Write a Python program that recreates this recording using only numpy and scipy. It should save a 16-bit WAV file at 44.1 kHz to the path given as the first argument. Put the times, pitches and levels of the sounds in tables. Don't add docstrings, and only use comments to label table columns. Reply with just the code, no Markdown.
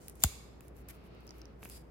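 import sys
import numpy as np
from scipy import signal
from scipy.fft import rfft, irfft, next_fast_len
from scipy.io import wavfile
from scipy.ndimage import uniform_filter1d

SR = 44100
rng = np.random.default_rng(int(sys.argv[2]) if len(sys.argv) > 2 else 0)


def transcribe(u):
    v = np.clip(np.atleast_2d(u).T, -1, 1)
    q = np.round(v * 32767).astype(np.int16)
    wavfile.write(sys.argv[1], SR, q)


N = 83790


def undb(db):
    return 10 ** (np.asarray(db) / 20)


def unit(x):
    return x / np.sqrt(np.mean(x ** 2))


def at_hz(points, hz):
    freqs, values = np.array(points, float).T
    return np.interp(np.log(np.maximum(hz, 1)), np.log(freqs), values)


def colour(x, points):
    size = 2 * next_fast_len(N)
    hz = np.arange(size // 2 + 1) * SR / size
    cepstrum = irfft(np.log(unit(undb(at_hz(points, hz)))))
    cepstrum[1:size // 2] *= 2
    cepstrum[size // 2 + 1:] = 0
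    return irfft(rfft(x, size) * np.exp(rfft(cepstrum)))[..., :N]


def add(out, x, start):
    i = max(int(round(start * SR)), 0)
    out[..., i:i + x.shape[-1]] += x[..., :max(N - i, 0)]


def pan(left_db):
    return undb(np.array([[left_db], [-left_db]]) / 2)


def drift(rate_hz):
    hold = int(SR / rate_hz)
    steps = np.repeat(rng.standard_normal(256), hold)[:N]
    return unit(uniform_filter1d(uniform_filter1d(steps, hold), hold))


def ring(modes):
    t = np.arange(4096) / SR
    return sum((-1) ** k * undb(db) * np.cos(2 * np.pi * hz * t) * undb(-60 * t / t60)
               for k, (hz, db, t60) in enumerate(modes))


def small_body(x, cutoff_hz=580):
    return signal.sosfilt(signal.butter(4, cutoff_hz, "high", fs=SR, output="sos"), x)


def burst(decay_s):
    env = np.exp(-np.arange(1024) / SR / decay_s)
    spray = np.array([unit(noise * env) for noise in rng.standard_normal((2, env.size))])
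    return spray * np.sqrt(np.mean(env ** 2))


def clicks(rows, spectrum):
    out = np.zeros((2, N))
    for start, db, decay_s in rows:
        add(out, undb(db) * burst(decay_s), start)
    return colour(out, spectrum)


def friction(strokes, spectrum, grains_per_s=8000, spread_db=2, release_s=.0045):
    t = np.arange(N) / SR
    slips = rng.random(N) < grains_per_s / SR
    sizes = undb(spread_db * np.minimum(rng.exponential(size=N), 3))
    grains = unit(slips * sizes * rng.standard_normal((2, N)))
    env = sum(undb(db) * np.abs(np.sin(np.pi * np.clip((t - start) / length, 0, 1))) ** .4
              for start, length, db in strokes)
    pole = np.exp(-1 / (SR * release_s))
    return colour(grains * signal.lfilter([1 - pole], [1, -pole], env), spectrum)


# frequency in Hz, relative level in dB.
AIR_COLOUR = [(25, -19.5), (42, -2), (60, 1.5), (80, -2), (130, -2), (220, -6), (420, -7), (620, -15),
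              (1100, -22), (2000, -29.5), (4000, -42.5), (8000, -50.5), (16000, -51)]


def background(hum_hz=59.1, bass_width=.2):
    mid, side = colour(rng.standard_normal((2, N)), AIR_COLOUR)
    upper_side = signal.sosfilt(signal.butter(1, 450, "high", fs=SR, output="sos"), side)
    side = bass_width * side + (1 - bass_width) * upper_side
    waver = 1 + .35 * drift(6.5)
    hum = np.sqrt(2) * waver * np.sin(2 * np.pi * hum_hz * np.arange(N) / SR + .5 * drift(8.7))
    return undb(-55.5) * np.array([mid + side, mid - side]) + undb(-57.5) * hum


# frequency in Hz, time to fall 60 dB in seconds.
ROOM_T60 = [(200, 0.6), (1000, 1.32), (2300, 0.72), (4000, 0.89), (6000, 0.56), (10000, 0.57),
            (15000, 0.28)]
# frequency in Hz, relative level in dB.
ROOM_COLOUR = [(100, -10), (800, -2.5), (1700, 2), (2400, 4), (3200, 0), (5000, -1), (7000, 0), (10000, 0),
               (15000, -4)]


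def room(x, delay_s=.0044, early_s=.0092, size=32768):
    t, hz = np.arange(size) / SR, np.arange(size // 2 + 1) * SR / size
    noise = rfft(rng.standard_normal((2, size)))
    edges = np.geomspace(60, SR / 2, 14)
    tail = np.zeros((2, size))
    for lo, hi in zip(edges, edges[1:]):
        band = irfft(noise * ((hz >= lo) & (hz < hi)))
        tail += band * undb(-60 * t / at_hz(ROOM_T60, np.sqrt(lo * hi)))
    tail *= (t > delay_s) * (1 + undb(7) * np.exp(-t / early_s))
    echo = signal.fftconvolve(x, unit(tail) / np.sqrt(size), axes=1)[:, :N]
    return undb(-11.5) * colour(echo, ROOM_COLOUR)


# start in seconds, length in seconds, level in dB.
RUBS = [(.605, .09, -69), (.745, 0.079, -66), (.882, 0.011, -50), (.893, 0.016, -49), (.905, 0.067, -67),
        (1.03, 0.049, -69.5), (1.19, 0.16, -76), (1.335, 0.075, -70), (1.585, .05, -69.5),
        (1.616, 0.052, -56.5), (1.66, .035, -59.5)]
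# frequency in Hz, relative level in dB.
RUB_COLOUR = [(300, -7), (1200, -3.5), (2200, 3.5), (3500, -5.5), (6000, -4.5), (8500, -6), (12000, 2.5),
              (16000, -5.5)]


def rubs():
    return friction(RUBS, RUB_COLOUR)


# start in seconds, length in seconds, level in dB.
SLIDES = [(.79, 0.43, -67), (1.10, 0.44, -66)]
# frequency in Hz, relative level in dB.
BORE_COLOUR = [(400, 3), (1000, -1), (1330, 8.5), (1650, -5), (2150, 1), (2720, 2.5), (3400, -5.5),
               (4300, -3.5), (5300, -8.5), (6500, -21), (16000, -40)]
# start in seconds, length in seconds, level in dB.
SCRAPES = [(1.692, .03, -56.5), (1.705, 0.075, -55.5), (1.755, 0.067, -66.5)]
# frequency in Hz, relative level in dB.
SCRAPE_COLOUR = [(800, -15), (2700, -8.5), (4500, -10), (4950, 3.5), (5250, -7.5), (6400, -12.5),
                 (7500, -6), (8100, -7), (9200, -5.5), (12000, -6.5), (16000, -15.5)]


def sliding():
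    smooth = dict(grains_per_s=22000, spread_db=-2)
    return friction(SLIDES, BORE_COLOUR, **smooth) + friction(SCRAPES, SCRAPE_COLOUR, **smooth)


# start in seconds, level in dB, decay in seconds.
TICKS = [(.0826, -32, 0.00099), (.0972, -36.5, 0.00059), (.1545, -49, .001), (.1585, -54, 0.00087),
         (.1712, -56, .0006), (.1965, -53, 0.0011), (.2050, -44, 0.0012), (.2175, -46.5, .001),
         (.6075, -44, .0008), (.6820, -47.5, 0.0011), (.7665, -54, .001), (.8868, -41, 0.0018),
         (.9525, -56.5, .0008), (1.149, -60, 0.0006), (1.2062, -56.5, .0007), (1.268, -49, 0.0013),
         (1.3835, -50.5, .001), (1.4555, -61, 0.00051), (1.6365, -42.5, .001), (1.6502, -39, 0.0016),
         (1.6900, -49, .002), (1.6985, -38.5, 0.0013)]
# frequency in Hz, relative level in dB.
TICK_COLOUR = [(300, -18.5), (1200, -11), (2200, -6), (4000, -10), (7500, -1.5), (12000, 3), (16000, -1)]


def ticks():
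    return clicks(TICKS, TICK_COLOUR)


# start in seconds, level in dB.
CATCHES = [(1.2680, -57), (1.2770, -47.5), (1.2921, -45.5), (1.3071, -40), (1.393, -60), (1.4163, -41.5),
           (1.4552, -46.5)]
# frequency in Hz, relative level in dB.
CATCH_COLOUR = [(1000, -13.5), (3800, -20), (5300, 0), (6200, -7), (8000, -24.5), (16000, -27)]


def catches(decay_s=.00092):
    return clicks([(start, db, decay_s) for start, db in CATCHES], CATCH_COLOUR)


# start in seconds, level in dB.
KNOCKS = [(0.6081, -39), (1.6300, -28.5), (1.6555, -28.5)]
# frequency in Hz, level in dB, time to fall 60 dB in seconds.
GRIP_MODES = [(203.6, -21.5, 0.036), (2600, -17, 0.0068)]
# frequency in Hz, relative level in dB.
KNOCK_COLOUR = [(80, -3.5), (300, -3.5), (500, -2.5), (1100, 3), (1900, -3), (2650, 1), (4500, -16),
                (16000, -30)]


def knocks():
    out, blow = np.zeros((2, N)), ring(GRIP_MODES)
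    blow[0] += 1
    for start, db in KNOCKS:
        add(out, undb(db) * blow, start)
    return colour(out, KNOCK_COLOUR)


# start in seconds, length in seconds, level in dB.
CREAKS = [(-.04, 0.17, -63), (.14, 0.091, -67.5), (.195, 0.07, -59.5), (.222, 0.012, -50.5)]
# frequency in Hz, relative level in dB.
CREAK_COLOUR = [(300, -16), (1200, -6.5), (2300, -2), (3500, -5), (5000, -1), (7000, 1), (9500, 1),
                (12000, -4), (16000, -6)]


def creaks():
    return friction(CREAKS, CREAK_COLOUR)


def whip(start_s=.2425, end_hz=63.7, drop_hz=291, glide_s=.0045):
    attack_s, hold_s, release_s = .004, .026, .005
    t = np.maximum(np.arange(N) / SR - start_s, 0)
    cycles = end_hz * t + drop_hz * glide_s * (1 - np.exp(-t / glide_s))
    env = np.minimum(t / attack_s, 1) * np.exp(-np.maximum(t - hold_s, 0) / release_s)
    return undb(-25.5) * env * np.sin(2 * np.pi * cycles)


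# start in seconds, level in dB.
JAW_BLOWS = [(.2376, -28.5), (0.2395, -18)]
# frequency in Hz, level in dB, time to fall 60 dB in seconds.
JAW_MODES = [(669, -3, 0.0074), (784, -1, 0.016), (1269, -4.5, 0.011), (1468, -5, .012)]


def jaws(right_lag_s=.0001):
    out = np.zeros((2, N))
    for start, db in JAW_BLOWS:
        for channel, lag_s in enumerate((0, right_lag_s)):
            add(out[channel], undb(db) * ring(JAW_MODES), start + lag_s)
    return small_body(out) * pan(left_db=6)


# start in seconds, relative level in dB, lag of the left channel in milliseconds.
CRACKS = [(0.2227, -28.5, 0), (0.226, -38.5, .1), (0.2305, -28.5, 0), (0.2358, -22.5, 0),
          (0.2366, -13.5, .05), (0.2365, -9, .1), (.2372, 0, .2), (.2376, 0, .04), (0.2378, -6.5, -.05),
          (0.2385, -8, .1), (0.2391, -11, -.1), (.2400, -9.5, .1), (.2417, -17.5, 0), (0.2455, -18.5, .1),
          (.2478, -17.5, -.1), (.2495, -21, .1)]
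# frequency in Hz, relative level in dB, time to fall 60 dB in seconds.
ROD_MODES = [(2100, -20.5, .008), (2855, -20, 0.01), (3506, -17.5, 0.016), (4970, -31, 0.015),
             (6870, -6.5, 0.00665), (7470, -6, 0.0055), (9140, -19, .007), (11500, -11.5, .006),
             (12120, -14, .004), (14300, -16.5, .004), (14950, -16, 0.0048)]
# frequency in Hz, relative level in dB.
SPLINTER_COLOUR = [(200, -24.5), (520, -22), (800, -6), (1400, -2.5), (3000, -4), (7000, 2), (12000, 1),
                   (16000, 0)]


def snap():
    splinters, wall = np.zeros((2, N)), np.zeros((2, N))
    wall_ring = undb(-5.5) * ring(ROD_MODES)
    for start, db, lag_ms in CRACKS:
        spray = undb(-8) * burst(decay_s=.00033)
        for channel, lag_s in enumerate((lag_ms / 1000, 0)):
            add(wall[channel], undb(db) * wall_ring, start + lag_s)
            add(splinters[channel], undb(db) * spray[channel], start + lag_s)
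    return colour(splinters, SPLINTER_COLOUR), small_body(wall)


def scene():
    splinters, wall = snap()
    clack = jaws()
    handling = ticks() + catches() + knocks() + creaks() + rubs() + sliding()
    direct = (splinters + wall) * pan(left_db=1.5) + clack + whip() + handling
    echo = room(splinters + undb(-12) * (wall + clack) + undb(-6) * handling)
    return direct + echo + background()


def record(dry):
    return signal.sosfilt(signal.ellip(10, .2, 80, 15900, fs=SR, output="sos"), dry)


dry = scene()
out = record(dry)
transcribe(out)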